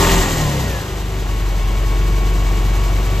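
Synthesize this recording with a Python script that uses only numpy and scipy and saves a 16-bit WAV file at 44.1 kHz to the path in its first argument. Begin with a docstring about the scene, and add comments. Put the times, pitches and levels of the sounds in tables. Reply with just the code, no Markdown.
"""A six-cylinder car engine has just caught: it drops from its starting flare to a low, booming idle outdoors.
In the flare, gas hisses, rasps and sizzles from the tailpipe: shaped noise and narrow noise bands.
Two cylinder banks fire in turn: sine harmonics boom, and pulses ring the exhaust as it slows to idle.
Belt whines come in the run-down and at idle, and a small electric motor spins up: faint wavering sines.
Throughout, the hiss throbs and a steady sine of mains hum stands behind."""
import sys
import numpy as np
from scipy import signal
from scipy.fft import rfft, irfft
from scipy.io import wavfile

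SR = 44100
rng = np.random.default_rng(int(sys.argv[2]) if len(sys.argv) > 2 else 0)


def to_wav(s):
    """Save 16-bit WAV."""
    ch = np.atleast_2d(s).T  # columns
    pcm = np.round(np.clip(ch, -1, 1) * 32767)  # PCM
    wavfile.write(sys.argv[1], SR, pcm.astype(np.int16))


N = 141120

# gas flow, base levels: (time [s], level of the rush [dB], level of the hiss [dB])
GAS_FLOW = [(0, -20, -25.5), (.12, -18.5, -25), (.3, -24.5, -30.5), (.7, -29.5, -36), (1.05, -33, -41),
            (1.9, -31.5, -40.5), (3.2, -30, -38)]
# colour of the mid-frequency rush: (frequency [Hz], relative level per hertz [dB])
RUSH_COLOUR = [(280, -38), (480, -16.5), (547, -4), (1090, -5.5), (1220, -9), (1560, -11), (2540, -12),
               (2870, -10), (4500, -23), (5850, -30), (9900, -120)]
# crest of the first beat, and how far the valve's opening runs ahead of each beat [turns of one bank]
FIRST_BEAT_TURNS, VALVE_LEAD_TURNS = .33, .22


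def from_db(db):
    """Logarithmic level: decibels to amplitude gain."""
    return 10 ** (np.asarray(db) / 20)


def rms_one(x):
    """Normalisation: scale to a root-mean-square of one."""
    return x / np.sqrt(np.mean(x ** 2) + 1e-20)


def in_time(rows, axis=1):
    """Linear interpolation: one column of a time curve at every sample."""
    rows = np.array(rows)
    return np.interp(np.arange(N) / SR, rows[:, 0], rows[:, axis])


def at_hz(points, hz):
    """Logarithmic pitch axis: a spectrum is read between its points on log frequency."""
    f, value = np.transpose(points)
    return np.interp(np.log(hz + 1e-3), np.log(f), value)


def drift(rate):
    """Low-passed chance: noise through a double pole at the rate [Hz], with a spread of one."""
    step = 40  # samples between the points of the slow curve
    settle = 2000  # points dropped while the filter settles
    r = np.exp(-2 * np.pi * step * rate / SR)
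    white = rng.standard_normal(N // step + settle + 2)
    slow = signal.lfilter([1], [1, -2 * r, r * r], white)[settle:]
    return np.interp(np.arange(N) / step, np.arange(len(slow)), rms_one(slow))


def noise(spectrum):
    """Spectral shaping: coloured noise of RMS one, falling steeply beyond the ends of its spectrum."""
    hz = np.fft.rfftfreq(N, 1 / SR) + 1
    low_edge = (spectrum[0][0] / hz) ** 20
    high_edge = (hz / spectrum[-1][0]) ** 20
    edges = 1 / np.sqrt((1 + low_edge) * (1 + high_edge))
    white = rfft(rng.standard_normal(N))
    return rms_one(irfft(white * from_db(at_hz(spectrum, hz)) * edges, N))


def resonate(x, hz, width):
    """Damped resonance: a pole pair whose bandwidth sets the decay, with gain one on top."""
    r = np.exp(-np.pi * width / SR)
    zeros = np.array([1, 0, -1]) * (1 - r * r) / 2
    poles = [1, -2 * r * np.cos(2 * np.pi * hz / SR), r * r]
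    return signal.lfilter(zeros, poles, x + 1e-18)


def tone(turns, spread=1):
    """Simple harmonic motion: a sine of RMS one, its starting phase random within the spread [turns]."""
    start = spread * (rng.random() - .5)
    return np.sqrt(2) * np.cos(2 * np.pi * (turns + start))


def revs(speed):
    """Normalised engine speed: 0 at the slowest, 1 at the fastest."""
    return (speed - speed.min()) / np.ptp(speed)


def exhaust_note(speed, turns):
    """Harmonic synthesis: multiples of the bank rate, coloured by the muffler, unsteady in the run-down."""
    # beat between the banks: (time [s], level [dB])
    beat_level = [(0, -20), (.1, -23), (.24, -23.5), (.34, -22), (.5, -35), (.72, -44), (1.3, -58)]
    # boom at the firing rate: (time [s], level [dB])
    boom_level = [(0, -19.5), (.15, -30.5), (.4, -28), (.62, -24), (.76, -21.5), (.83, -40), (.92, -24),
                  (1.12, -22), (1.28, -19), (1.48, -17), (1.75, -16), (1.95, -14.5), (2.75, -15),
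                  (3.2, -16)]
    # drone at twice the firing rate: (time [s], level [dB])
    drone_level = [(0, -22), (.12, -20.5), (.26, -32.5), (.44, -19), (.6, -23.5), (.74, -40), (1.3, -39),
                   (3.2, -27)]
    # base level of the higher overtones: (time [s], level [dB])
    overtone_level = [(0, -22.5), (.17, -29.5), (.32, -30), (.55, -29), (.85, -38.5), (1.55, -38),
                      (2, -34.5), (3.2, -36)]
    # added level of each overtone: (multiple of the bank rate, in the flare [dB], at idle [dB])
    overtone_mix = [(3, -3.5, 5), (5, -12, 3.5), (6, -16, -1.5), (7, -0.5, 0), (9, -3, -5), (13, -12, -5),
                    (15, -25, -5.5), (16, -27, -5), (19, -35, -6), (21, -4.5, -16), (25, -4, -33),
                    (28, -6, -12.5)]
    # Gaussian dip and peaks of the muffler: (centre [Hz], half-width at 1/e [Hz], height [dB])
    muffler = [(243, 24, -15), (383, 10, 7.5), (535, 35, 6)]
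    flare_curve = 2.2  # how quickly the flare's colour leaves as the speed falls
    waver_spread_db, smear_turns = 1.6, .7
    stumble_db, stumble_turns = 3, .12  # uneven burning: swing at overtone 20 in mid run-down

    beat = from_db(in_time(beat_level)) * tone(turns)
    boom = from_db(in_time(boom_level)) * tone(2 * turns, spread=0)
    drone = from_db(in_time(drone_level)) * tone(4 * turns, spread=0)
    out = beat + boom + drone
    level_db = in_time(overtone_level)
    flare = revs(speed) ** flare_curve
    for multiple, flare_db, idle_db in overtone_mix:
        k = round(multiple)
        stumble = np.sin(np.pi * revs(speed)) * k / 20
        muffler_db = sum(db * np.exp(-((k * speed - hz) / width) ** 2) for hz, width, db in muffler)
        mix_db = flare * flare_db + (1 - flare) * idle_db
        waver_db = waver_spread_db * drift(6.7) + stumble_db * stumble * drift(10.4)
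        wobble = stumble_turns * stumble * drift(19)
        cycles = k * (turns + VALVE_LEAD_TURNS) + wobble
        out += from_db(level_db + mix_db + muffler_db + waver_db) * tone(cycles, spread=smear_turns)
    return out


def pipe_ring(turns):
    """Impulse response: uneven firings, strong and weak bank in turn, strike the exhaust's resonances."""
    # exhaust resonances: (frequency [Hz], bandwidth [Hz], relative level [dB])
    pipe_modes = [(286, 26, 1), (395, 20, 9), (407, 35, 6.5), (716, 30, 5.5)]
    ring_db, firing_spread_db, weak_bank_gain = -13.5, 3.5, 0.61
    firing = np.floor(2 * (turns + VALVE_LEAD_TURNS))
    at = np.flatnonzero(np.diff(firing)) + 1
    strength = from_db(firing_spread_db * rng.standard_normal(len(at)))
    pulses = np.zeros(N)
    pulses[at] = strength * np.where(firing[at] % 2, weak_bank_gain, 1)
    rings = np.zeros(N)
    for k, (hz, width, db) in enumerate(pipe_modes):
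        rings += from_db(db) * (-1) ** k * resonate(pulses, hz, width)  # alternating polarity
    return from_db(ring_db + in_time(GAS_FLOW)) * rms_one(rings)


def gas(turns):
    """Modulated flow noise: puffs follow the nearer bank, a rush every firing, the hiss its own throb."""
    # colours of the hiss, the top air and the puffs: (frequency [Hz], relative level per hertz [dB])
    hiss_colour = [(3500, 2.5), (5500, -1.5), (6300, 1), (7300, -2), (8100, -1), (8900, -14)]
    air_colour = [(9000, -82), (10300, -18), (11200, -1), (12500, 2), (14200, 0), (15500, -23)]
    puff_colour = [(20, -23), (45, 15), (90, -12), (170, 5), (245, 0), (350, 1), (480, -2.5), (700, -51)]
    rush_db, hiss_db, air_db, puff_db = -1.5, 0, -8, -1
    puff_depth, rush_depth = .42, .1  # modulation as a share of the mean
    # a rate of its own, perhaps from a pulsed valve
    throb_hz, first_crest_s, throb_swing_db = 10.2, .021, 1.3
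    flutter_spread_db = .8

    bank = np.cos(2 * np.pi * turns)
    firing = np.cos(4 * np.pi * turns)
    puffs = from_db(puff_db) * noise(puff_colour) * (1 + puff_depth * bank)
    rush = from_db(rush_db) * noise(RUSH_COLOUR) * (1 + rush_depth * firing)
    hiss = from_db(hiss_db) * noise(hiss_colour) + from_db(air_db) * noise(air_colour)
    throb_db = throb_swing_db * np.cos(2 * np.pi * throb_hz * (np.arange(N) / SR - first_crest_s))
    hiss_level_db = in_time(GAS_FLOW, axis=2) + flutter_spread_db * drift(23) + throb_db
    return from_db(in_time(GAS_FLOW)) * (puffs + rush) + from_db(hiss_level_db) * hiss


def rasp(speed, turns):
    """Exponential decay: at high revs each firing of the nearer bank spits a short, uneven gas burst."""
    rasp_db, spread_db, decay_s = 5, 5, .002
    beat, part = np.divmod(turns + VALVE_LEAD_TURNS + 1, 1)
    chance = 2 * rng.random(int(beat[-1]) + 1) - 1
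    strength_db = spread_db * chance[beat.astype(int)]
    burst = np.exp(-part / speed / decay_s)  # part / speed is the time since the firing
    return from_db(rasp_db + in_time(GAS_FLOW) + strength_db) * revs(speed) * burst * noise(RUSH_COLOUR)


def sizzle(speed):
    """Resonant jet noise: a bright sizzle at the pipe's lip and a hoarse pipe resonance fade with speed."""
    # bright bands: (frequency [Hz], half the bandwidth of each of two cascaded stages [Hz])
    sizzle_modes = [(6360, 93), (6970, 100), (7400, 370)]
    bright_db, bright_fall = -28.5, 1.5  # level at top speed [dB], fall [dB per Hz of bank rate]
    hoarse_db, hoarse_fall = -30, 0.93  # the same for the hoarse band
    hoarse_hz, hoarse_width_hz = 1897, 210  # bandwidth of each of two cascaded stages
    white = rng.standard_normal(N)
    slowed = speed.max() - speed
    bands = sum(resonate(resonate(white, hz, 2 * width), hz, 2 * width) for hz, width in sizzle_modes)
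    bright = from_db(bright_db - bright_fall * slowed) * rms_one(bands)
    band = resonate(resonate(white, hoarse_hz, hoarse_width_hz), hoarse_hz, hoarse_width_hz)
    hoarse = from_db(hoarse_db - hoarse_fall * slowed) * rms_one(band)
    return bright + hoarse


def whines(speed, turns):
    """Geared rotation: belt-driven parts sing at multiples of the bank rate; a motor spins up on its own."""
    # belt whines at idle and in the run-down: (multiple of the bank rate, curve of (time [s], level [dB]))
    belt_whines = [(47.87, [(.9, -51), (1.15, -48), (1.32, -42), (1.54, -46), (1.77, -39), (3.2, -40.5)]),
                   (62.5, [(.5, -60), (.59, -43), (.76, -36.5), (.81, -48), (1, -80)])]
    # small electric motor: (time [s], frequency [Hz], level [dB])
    motor = [(.9, 2130, -65), (1.35, 2222, -49), (1.85, 2251, -44), (3.2, 2268, -45)]
    waver_spread_db, jitter_turns = 1.8, .025
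    parts = [(multiple * turns, in_time(level)) for multiple, level in belt_whines]
    motor_cycles = np.cumsum(in_time(motor)) / SR
    parts.append((motor_cycles, in_time(motor, axis=2)))
    out = np.zeros(N)
    for cycles, db in parts:
        gain = from_db(db + waver_spread_db * drift(16))
        out += gain * tone(cycles + jitter_turns * drift(22))
    return out


def mains_hum():
    """Steady oscillation: one sine of mains hum at 100 Hz and -31 dB."""
    return from_db(-31) * tone(100 * np.arange(N) / SR)


def scene():
    """Direct and scattered fields: two ports hear the engine, the paving and the car's underside."""
    # engine speed: (time [s], firings of one bank per second [Hz])
    speed_curve = [(0, 43.5), (.14, 43.2), (.25, 41.4), (.37, 39.5), (.55, 34.2), (.75, 27.5), (.85, 25.7),
                   (1.05, 24.4), (1.38, 22.95), (1.6, 22.55), (1.85, 22.95), (2.3, 23.08), (2.68, 23.0),
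                   (2.92, 23.45), (3.2, 23.75)]
    # stereo width: (frequency [Hz], side relative to mid [dB])
    width_curve = [(60, -24), (330, -18), (760, -9), (1400, -3), (2700, -7.5), (6400, -6.5), (8000, -13.5),
                   (9700, 25.5), (12000, -6.5)]
    # share of the side that is a phase shift between the ports: (frequency [Hz], share signed by which leads)
    port_shift = [(1100, 1), (3100, 0.46), (5600, -0.49), (7500, 0.85), (9000, 1), (13000, -.85)]
    # lean to the left: (frequency [Hz], left over right [dB])
    left_lean = [(50, 1), (500, 1.6), (3000, 1.3), (8000, 0)]

    speed = in_time(speed_curve) * (1 + .00099 * drift(3.8))
    turns = np.cumsum(speed) / SR - FIRST_BEAT_TURNS
    mid = exhaust_note(speed, turns) + pipe_ring(turns) + gas(turns) + rasp(speed, turns)
    mid += sizzle(speed) + whines(speed, turns) + mains_hum()
    scattered = gas(turns) + pipe_ring(turns) + whines(speed, turns)  # fresh random draws

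    hz = np.fft.rfftfreq(N, 1 / SR)
    shift = np.clip(at_hz(port_shift, hz), -1, 1)
    lean = from_db(at_hz(left_lean, hz) / 2)  # half to each channel
    mid_spectrum = rfft(mid)
    shifted = 1j * shift * mid_spectrum  # a quarter turn from the mid
    side = from_db(at_hz(width_curve, hz)) * (shifted + np.sqrt(1 - shift ** 2) * rfft(scattered))
    left, right = (mid_spectrum + side) * lean, (mid_spectrum - side) / lean
    return irfft(np.array([left, right]), N)


def record(dry):
    """Saturation and band-limiting: the highest peaks are rounded and the top is cut."""
    loudest = .95
    rounded = dry / (1 + (dry / loudest) ** 8) ** (1 / 8)
    # 70 dB down from 16300 Hz
    low_pass = signal.cheby2(12, 70, 16300, fs=SR, output="sos")
    return signal.sosfilt(low_pass, rounded)


dry = scene()
out = record(dry)
to_wav(out)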